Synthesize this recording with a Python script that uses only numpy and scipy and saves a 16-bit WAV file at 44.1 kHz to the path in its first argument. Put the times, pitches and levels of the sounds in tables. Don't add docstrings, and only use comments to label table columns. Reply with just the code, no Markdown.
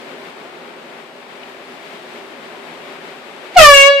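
import sys
import numpy as np
from scipy import signal
from scipy.fft import rfft, irfft, next_fast_len
from scipy.io import wavfile
from scipy.ndimage import uniform_filter1d

SR = 44100
rng = np.random.default_rng(int(sys.argv[2]) if len(sys.argv) > 2 else 0)


def to_wav(sig):
    pcm = np.clip(np.atleast_2d(sig), -1, 1) * 32767
    pcm = np.round(pcm).astype(np.int16)
    wavfile.write(sys.argv[1], SR, pcm.T)


N = 176400
T = np.arange(N) / SR

# time_s, tone_level_db, second_harmonic_extra_db, higher_harmonics_extra_db, gas_level_db
BLAST = [(3.5, -64, -30, -30, -60), (3.553, -34, -25, -21, -30), (3.563, -4.5, -26, -19, -31),
         (3.573, 12.5, -5.5, -13, -14), (3.6, 10.5, 0.5, 2, -4.5), (3.64, 9, 4, 3, -3),
         (3.7, 9.5, 4.5, 1.5, -15), (3.738, 8.5, 7, 3.5, -13), (3.77, 7.5, 0, 6, -7),
         (3.83, 8.5, 0, 5.5, -3.5), (3.875, 14.5, 2.5, -1.5, -9), (3.905, 17, -0.5, -5, -8),
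         (3.93, 12.5, -9, -1.5, -12), (3.96, 14.5, -10, -4, -13), (4.0, 11, -8, -1, -5)]


def amp(db):
    return 10 ** (np.asarray(db) / 20)


def unit(x):
    return x / np.sqrt(np.mean(x ** 2) + 1e-20)


def over_time(table, column=1):
    columns = np.transpose(table)
    return np.interp(T, columns[0], columns[column])


def over_hz(table, hz):
    table_hz, *columns = np.transpose(table)
    return np.array([np.interp(np.log(hz + 1), np.log(table_hz), c) for c in columns])


def wander(rate_hz, size=N):
    n = next_fast_len(size)
    keep_slow = np.exp(-(np.fft.rfftfreq(n, 1 / SR) / rate_hz) ** 2)
    return unit(irfft(rfft(rng.standard_normal(n)) * keep_slow, n))[:size]


def hiss(spectrum):
    # frequency_hz, likeness (1 = the same)
    side_likeness = [(60, 0.56), (130, 0.83), (290, 0.92), (640, 0.65), (1390, 0.067), (3060, 0.11),
                     (6720, -0.022), (14800, 0.055)]
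    hz = np.fft.rfftfreq(N, 1 / SR)
    left, separate = rfft(rng.standard_normal((2, N)))
    likeness = np.clip(over_hz(side_likeness, hz)[0], -1, 1)
    right = likeness * left + np.sqrt(1 - likeness ** 2) * separate
    return unit(irfft(np.array([left, right]) * amp(over_hz(spectrum, hz)), N))


def room_air(level_db=-34.5, flutter_db=0.78, split_hz=1800):
    # frequency_hz, left_db, right_db
    air_colour = [(20, -39, -42), (42, -35, -39), (58, -29, -23), (80, -34, -33), (117, -28, -30),
                  (164, -11, -13), (198.6, -15, -17.5), (243.5, -3.5, -3), (297, -8.5, -15.5), (392, -1, 0),
                  (466, -10, -10.5), (528, -5, -5.5), (990, -8.5, -11), (1590, -9.5, -15),
                  (2250, -8.5, -20.5), (3600, -15, -23), (4560, -22, -23.5), (6050, -31, -31),
                  (8200, -30.5, -33), (9700, -38, -35.5), (14400, -41.5, -40), (15300, -60, -62)]
    # time_s, bass_db, treble_db
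    drift = [(0, 1.9, 1.5), (.3, 0, -0.5), (.6, 1.8, -1), (.8, -0.5, -2), (1.3, -0.6, -1.5),
             (1.65, -0.5, -0.4), (1.85, 0, 1.5), (2.3, 0.9, 0.5), (2.6, 1.7, .5), (3.15, 1, 1.3),
             (3.5, 1, 1)]
    air = hiss(air_colour) * amp(level_db + flutter_db * wander(rate_hz=9))
    bass = signal.sosfiltfilt(signal.butter(2, split_hz, fs=SR, output="sos"), air)
    treble = air - bass
    return bass * amp(over_time(drift)) + treble * amp(over_time(drift, column=2))


def handling_ticks(pitch_hz=2900, fade_s=0.003):
    # peak_time_s, relative_level_db
    ticks = [(1.434, -23.5), (2.523, -32), (3.469, -34)]
    band = signal.butter(2, [pitch_hz * 0.75, pitch_hz * 1.03], "band", fs=SR, output="sos")
    noise = unit(signal.sosfilt(band, rng.standard_normal((2, N))))
    loudness = sum(amp(db - 6.5) * np.exp(-abs(T - time_s) / fade_s) for time_s, db in ticks)
    return noise * loudness * amp([[2], [-6]])


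def escaping_gas(right_db=-2):
    # frequency_hz, level_db
    gas_colour = [(30, -42), (200, -30), (600, -13), (2200, 2), (4500, -9), (8000, -21), (15000, -35)]
    return hiss(gas_colour) * amp(over_time(BLAST, column=4)) * amp([[0], [right_db]])


def horn(start_s=3.5, swell_db=2.5, swell_hz=19.7):
    # time_s, pitch_hz
    slide = [(3.55, 780), (3.571, 724), (3.585, 680), (3.6, 648.5), (3.625, 612), (3.655, 590.6),
             (3.7, 572.2), (3.745, 560), (3.78, 555.3), (3.82, 554.8), (3.885, 562.4), (3.93, 561.4),
             (4.0, 554.9)]
    # frequency_hz, left_db, right_db
    horn_colour = [(560, -1.5, 0), (1110, -0.5, -6.5), (1750, -4.5, -8), (2220, -6, -14.5), (2770, -2, -9),
                   (3430, -14.5, -22), (4460, -31.5, -24.5), (6000, -35, -33), (8000, -47, -48),
                   (14000, -59, -68)]
    # time_s, extra_db
    lowest_left = [(3.62, 0.5), (3.66, -4), (3.7, 4.5), (3.735, 3.5), (3.775, -5), (3.84, 0.5), (3.875, -1),
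                   (3.91, 2), (4.0, 3.5)]
    sounding = T >= start_s
    tremble = 0.0024 + 0.007 * np.exp(-((T - 3.6) / 0.035) ** 2)
    pitch_hz = (over_time(slide) * (1 + tremble * wander(rate_hz=160)))[sounding]
    phase = 2 * np.pi * np.cumsum(pitch_hz) / SR
    first_db = np.outer([1, 0], over_time(lowest_left)[sounding])
    second_db = over_time(BLAST, column=2)[sounding]
    higher_db = over_time(BLAST, column=3)[sounding]
    tone = np.zeros((2, N))
    for k in range(1, 21):
        swell = np.array([wander(swell_hz, size=len(pitch_hz)) for side in "LR"])
        extra_db = first_db if k == 1 else second_db if k == 2 else higher_db + swell_db * swell
        tone[:, sounding] += amp(over_hz(horn_colour, k * pitch_hz) + extra_db) * np.sin(k * phase)
    return tone * amp(over_time(BLAST))


def bedroom(sound, tail_db=-15, fade_s=0.3, gap_s=0.012):
    # left_delay_ms, right_delay_ms, left_gain, right_gain
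    echoes = [(9.42, 5.1, 0.32, 0.67), (9.987, 9.42, 0.36, 0.56), (13.947, 12.72, 0.39, 0.29),
              (32.17, 29.52, 0.15, 0.38), (34.67, 30.66, 0.2, 0.52), (35.88, 31.8, .25, .25),
              (36.89, 34.68, 0.26, 0.37)]
    t = T[:SR // 2]
    tail = rng.standard_normal((2, len(t))) * amp(-60 * t / fade_s) * (t > gap_s)
    tail *= amp(tail_db) / np.linalg.norm(tail, axis=1, keepdims=True)
    size = next_fast_len(N + SR)
    khz = np.fft.rfftfreq(size, 1000 / SR)
    walls = 0
    for echo in echoes:
        delay = np.exp(-2j * np.pi * np.outer(echo[:2], khz))
        walls += np.array(echo[2:])[:, None] * delay
    return irfft(rfft(sound, size) * (1 + walls + rfft(tail, size)), size)[:, :N]


def overload(sound, ceiling=0.9, sharpness=12):
    fine = signal.resample_poly(sound, 3, 1, axis=1)
    flattened = ceiling * fine / (1 + abs(fine) ** sharpness) ** (1 / sharpness)
    return signal.resample_poly(flattened, 1, 3, axis=1)


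def scene():
    return bedroom(horn()) + escaping_gas() + room_air() + handling_ticks()


def record(dry):
    too_loud_db, fall_db_per_s, cutoff_hz = -10, 62.5, 15400
    power = uniform_filter1d((dry ** 2).mean(0), size=200)
    too_loud = power > amp(too_loud_db) ** 2
    gain = amp(-fall_db_per_s * np.cumsum(too_loud) / SR)
    treble_cut = signal.firwin(255, cutoff_hz, window=("kaiser", 7), fs=SR)
    return signal.oaconvolve(overload(dry * gain), treble_cut[None], "same")


dry = scene()
out = record(dry)
to_wav(out)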